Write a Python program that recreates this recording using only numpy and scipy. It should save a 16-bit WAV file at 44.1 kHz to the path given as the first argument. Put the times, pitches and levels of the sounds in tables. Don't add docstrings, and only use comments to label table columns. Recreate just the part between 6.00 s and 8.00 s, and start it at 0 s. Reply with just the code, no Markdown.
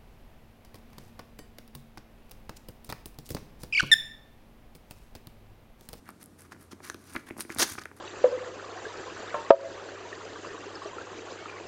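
import sys
import numpy as np
from scipy import signal
from scipy.fft import rfft, irfft
from scipy.io import wavfile
from scipy.ndimage import map_coordinates

SR = 44100
rng = np.random.default_rng(int(sys.argv[2]) if len(sys.argv) > 2 else 0)


def dump(signal):
    limited = np.clip(np.atleast_2d(signal).T, -1, 1)
    pcm = np.round(limited * 32767).astype(np.int16)
    wavfile.write(sys.argv[1], SR, pcm)


N = 88200

# [f/Hz, level/dB]
AIR_COLOUR = [(18, -39), (30, -9), (81, -6), (277, -0.5), (505, -11), (1330, -19), (2990, -28.5),
              (9680, -31), (15500, -38.5)]
# [f/Hz, T60/s]
ROOM_T60 = [(300, 0.33), (1500, 0.24), (12000, 0.48)]
# [f/Hz, level/dB]
ROOM_COLOUR = [(330, 3), (700, -1.5), (1800, 0.5), (15000, -8)]
# [t/s, level/dB]
HAND_BUMPS = [(1.572, -44), (1.711, -47.5)]
# [t/s, snap level/dB, snap f/Hz, low flap level/dB]
BUCKLES = [(0.0908, -33, 1050, -43), (.521, -32.5, 1500, -59), (0.5295, -35.5, 1400, -45),
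           (.547, -46, 1640, -55), (0.564, -47, 960, -56), (0.7301, -41, 1580, -34),
           (0.804, -38.5, 990, -46.5), (0.8998, -28, 1350, -40), (.9447, -33, 3000, -60),
           (0.9454, -33, 1280, -34.5), (1.1517, -27, 1230, -36), (1.1546, -27, 1120, -58),
           (1.1635, -16.5, 4180, -63), (1.1637, -18, 1820, -32.5), (1.1672, -23.5, 1950, -34),
           (1.303, -31.5, 1730, -51), (1.3081, -23.5, 2130, -29), (1.3669, -37, 960, -39),
           (1.384, -38, 700, -34.5), (1.3939, -34.5, 1130, -34.5), (1.4503, -35, 1750, -37.5),
           (1.496, -32.5, 1100, -44.5), (1.5025, -23, 1970, -32.5), (1.5622, -30.5, 1020, -32),
           (1.7534, -33.5, 1260, -41.5), (1.7814, -17, 5300, -60), (1.7838, -26, 1300, -53),
           (1.7854, -25, 2400, -48.5), (1.8564, -24.5, 1520, -40.5), (1.915, -37.5, 1244, -49)]
# [f/Hz, level/dB]
POP_COLOUR = [(2400, -0.5), (4300, -15.5), (14000, -44)]
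# [t/s, peak level/dB, depth from 0 thin surface fibre to 1 through
FIBRE_SNAPS = [(0.057, -51, .9), (0.09, -35.5, 0.39), (0.1046, -40.5, 0.24), (0.2293, -33, 0.18),
               (0.2403, -36, 0.08), (0.2594, -35.5, 0.061), (0.4074, -37.5, 0.098), (0.4197, -37.5, 0.079),
               (0.8992, -20.5, 1.2), (0.9446, -31, 0.6), (1.1362, -33, 0.26), (1.1615, -27, 0.65),
               (1.3792, -33, 0.15), (1.4009, -26, 0.21), (1.407, -22.5, 0.4), (1.407, -18.5, 0.35),
               (1.4226, -27, 0.17), (1.5481, -28.5, .05), (1.575, -31, 1), (1.5858, -19, 0.95),
               (1.5866, -15.5, 0.5), (1.593, -18, 0.47), (1.5979, -9.5, 0.74), (1.6097, -16.5, .9),
               (1.6188, -14.5, .9), (1.625, -19.5, 0.77), (1.6282, -16.5, 0.9), (1.788, -31, 0.95),
               (1.7945, -32, 0.8), (1.8368, -34.5, 0.65), (1.855, -35, 0.79), (1.966, -43, 0.28)]
# [f/Hz, level/dB]
THIN_COLOUR = [(2000, -32), (7000, -10), (9500, 0), (12000, -6), (16000, -18)]
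DEEP_COLOUR = [(100, -24), (1800, -1), (2700, -6), (4400, 2), (6500, -3), (7600, -11), (9500, -3),
               (12000, -19), (16000, -30)]
# [t/s, crackle level/dB, shaken sheet level/dB]
FOLD_RIP = [(1.563, -57, -53.5), (1.593, -40.5, -41), (1.593, -29.5, -33), (1.608, -25.5, -28),
            (1.619, -23.5, -30), (1.63, -24, -25.5), (1.642, -34, -34), (1.661, -60, -69)]
# [f/Hz, level/dB]
CRACKLE_COLOUR = [(800, -30), (2300, -11), (3500, -11), (4600, -2), (6500, 1), (7600, -10), (9400, -4),
                  (11000, -14), (13400, -12), (16000, -20)]
SHEET_COLOUR = [(60, -33), (150, -11), (240, 1), (420, -0.5), (560, -5), (1700, -0.5), (2800, -8),
                (8000, -45)]
# [t/s of fastest motion, rise/s, fall/s, hiss level/dB, rasp level/dB,
# sheet rustle level/dB]
BLADE_STROKES = [(0.087, 0.025, 0.018, -64.5, -68.5, -50.5), (0.215, 0.011, 0.019, -58.5, -61, -56.5),
                 (0.402, 0.018, 0.036, -59.5, -66.5, -61.5), (0.521, .007, 0.012, -61.5, -56.5, -52.5),
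                 (.453, 0.012, 0.013, -69, -68.5, -59.5), (0.613, 0.018, 0.037, -60, -67.5, -60),
                 (0.721, 0.0075, 0.011, -56, -49, -49.5), (0.851, 0.02, 0.064, -53, -52, -50),
                 (1.144, 0.11, 0.061, -57.5, -58, -56), (1.271, 0.009, 0.041, -60, -63, -52),
                 (1.402, 0.019, 0.019, -44, -43.5, -46), (1.518, 0.025, 0.035, -55.5, -52, -49),
                 (1.7, 0.046, 0.042, -44, -44, -45.5), (1.783, 0.0042, .009, -66, -47.5, -37),
                 (1.82, 0.0084, 0.0064, -58.5, -50.5, -46.5), (1.968, 0.0039, 0.036, -63.5, -65, -60)]
# [f/Hz, level/dB]
HISS_COLOUR = [(3000, -35), (7500, -11), (9400, 0), (13000, -8), (16000, -15)]
RASP_COLOUR = [(1500, -22), (2800, -6), (4700, 0), (6500, 1), (7800, -7), (10000, -12), (16000, -35)]
RUSTLE_COLOUR = [(90, -25), (200, -2), (340, 1), (480, -10), (750, -7), (1400, 0), (2300, -5), (3200, -16),
                 (9000, -45)]

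AIR_DB, HUM_HZ, HUM_DB = -57, 90.4, -63.3
ROOM_DB = -9
BUMP_HZ, BUMP_RISE_S = 99.6, 0.0087
POP_CYCLES, POP_GRIT = 0.64, 0.35
FLAP_HZ, FLAP_RISE_S = 302.4, 0.0024
SNAP_DECAY_S, SNAP_SPLINTER = 0.0008, 0.27
BUNDLE_DB, FACET_DB = -6, -3
BEND_DELAY_S = 0.000501
TOP_HZ = 15900


def amp(db):
    return 10 ** (np.asarray(db) / 20)


def unit(x):
    return x / np.sqrt(np.mean(x ** 2) + 1e-20)


def along(points, hz):
    f, v = np.transpose(points)
    return np.interp(np.log(hz + 1), np.log(f + 1), v)


def coloured(x, points):
    m = 2 * N
    gain = amp(along(points, np.fft.rfftfreq(m, 1 / SR)))
    cepstrum = irfft(np.log(gain), m)
    cepstrum[1:N] *= 2
    cepstrum[N + 1:] = 0
    response = np.exp(rfft(cepstrum))
    return irfft(rfft(x, m) * response, m)[:len(x)]


def wobble(rate):
    knots = rng.standard_normal(int(N * rate / SR) + 4)
    return map_coordinates(knots, [np.arange(N) * rate / SR])


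def swell(u):
    return (u * np.exp(1 - u)) ** 2


def add(track, s, sound):
    part = track[max(round(s * SR), 0):][:len(sound)]
    part += sound[:len(part)]


def slips(per_s, spread_db):
    chance = rng.random(N)
    size = np.clip(rng.standard_normal(N), -2, 2)
    sign = np.sign(rng.standard_normal(N))
    return unit((chance < per_s / SR) * amp(spread_db * size) * sign)


def flicks(count, hz, octaves, cycles, range_db):
    when, pitch, size = rng.random((count, 3)).T[..., None]
    n = np.arange(SR // 100)
    turns = hz * 2 ** (octaves * (pitch - 0.5)) * n / SR
    rings = amp(-range_db * size) * np.cos(2 * np.pi * turns) * np.exp(-turns / cycles)
    places = (when * N).astype(int) + n
    return unit(np.bincount(places.ravel(), rings.ravel(), N)[:N])


def bending(x):
    hz = np.fft.rfftfreq(2 * N, 1 / SR)
    turns = 2 * BEND_DELAY_S * np.sqrt(hz * 1000)
    return irfft(rfft(x, 2 * N) * np.exp(-2j * np.pi * turns))[:N]


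def background():
    phase = 2 * np.pi * np.cumsum(HUM_HZ + 3.4 * wobble(14)) / SR
    hum = unit(np.sin(phase) * amp(2.3 * wobble(10.73)))
    air = unit(coloured(rng.standard_normal(N), AIR_COLOUR))
    return amp(AIR_DB) * air + amp(HUM_DB) * hum


def room(x):
    hz, t, bands = signal.stft(rng.standard_normal(SR // 2), SR, nperseg=256)
    decay = amp(-60 * t / along(ROOM_T60, hz)[:, None])
    tail = signal.istft(bands * decay, SR, nperseg=256)[1]
    tail = np.pad(tail / np.linalg.norm(tail), (SR // 300, 0))
    return coloured(signal.fftconvolve(x, tail)[:N], ROOM_COLOUR)


def bumping():
    out, t = np.zeros(N), np.arange(SR // 10) / SR
    for s, db in HAND_BUMPS:
        add(out, s, amp(db) * swell(t / BUMP_RISE_S) * np.sin(2 * np.pi * BUMP_HZ * t))
    return out


def buckling():
    out, t = np.zeros(N), np.arange(SR // 30) / SR
    grit = unit(coloured(rng.standard_normal(N), RUSTLE_COLOUR))
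    for s, snap_db, hz, flap_db in BUCKLES:
        rise = POP_CYCLES / hz
        snap = swell(t / rise) * np.cos(2 * np.pi * hz * (t - rise))
        noise = np.roll(grit, -round(s * SR))[:len(t)]
        crease = POP_GRIT * swell(t / rise / 2) * noise
        add(out, s - rise, amp(snap_db) * (snap + crease))
        flap_hz = FLAP_HZ * np.exp(0.16 * rng.standard_normal())
        flap = swell(t / FLAP_RISE_S) * np.sin(2 * np.pi * flap_hz * t)
        add(out, s, amp(flap_db) * flap)
    return coloured(out, POP_COLOUR)


def snapping():
    out, t = np.zeros(N), np.arange(SR // 100) / SR
    thin = unit(coloured(t == 0, THIN_COLOUR))
    deep = unit(coloured(t == 0, DEEP_COLOUR))
    for s, db, depth in FIBRE_SNAPS:
        click = SNAP_SPLINTER * rng.standard_normal(len(t)) * np.exp(-t / SNAP_DECAY_S)
        click[0] = 1
        depth = np.clip(depth, 0, 1)
        snap = np.convolve(click, (1 - depth) * thin + depth * deep)
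        add(out, s, amp(db) * snap / np.abs(snap).max())
    return out


def ripping():
    s, crackle_db, sheet_db = np.transpose(FOLD_RIP)

    def level(db):
        return amp(np.interp(np.arange(N) / SR, s, db, left=-np.inf, right=-np.inf))

    breaks = bending(slips(per_s=5400, spread_db=4.5))
    bundles = flicks(count=2400, hz=4640, octaves=1.55, cycles=1.3, range_db=20)
    crackle = unit(coloured(breaks, CRACKLE_COLOUR)) + amp(BUNDLE_DB) * bundles
    sheet = unit(coloured(breaks, SHEET_COLOUR))
    return level(crackle_db) * crackle + level(sheet_db) * sheet


def sliding():
    t = np.arange(N) / SR
    power = np.zeros((3, N))
    for s, rise, fall, *levels_db in BLADE_STROKES:
        speed = np.exp(-((t - s) / np.where(t < s, rise, fall)) ** 2)
        power += (amp(levels_db)[:, None] * speed) ** 2
    catch = amp(3.17 * wobble(170))
    hiss = unit(coloured(slips(per_s=2600, spread_db=7) * catch, HISS_COLOUR))
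    rasp = unit(coloured(slips(per_s=7000, spread_db=4.0) * catch, RASP_COLOUR))
    rustle = unit(coloured(slips(per_s=4000, spread_db=-1.5) * catch, RUSTLE_COLOUR))
    facets = flicks(count=900, hz=1460, octaves=0.73, cycles=1.3, range_db=13)
    rustle = unit(rustle + amp(FACET_DB) * facets)
    return bending((np.sqrt(power) * [hiss, rasp, rustle]).sum(0))


def scene():
    paper = sliding() + buckling() + snapping() + ripping() + bumping()
    return (paper + amp(ROOM_DB) * room(paper) + background())[None]


def record(dry):
    kept = np.fft.rfftfreq(2 * N, 1 / SR) < TOP_HZ
    return irfft(rfft(dry, 2 * N) * kept)[:, :N]


dry = scene()
out = record(dry)
dump(out)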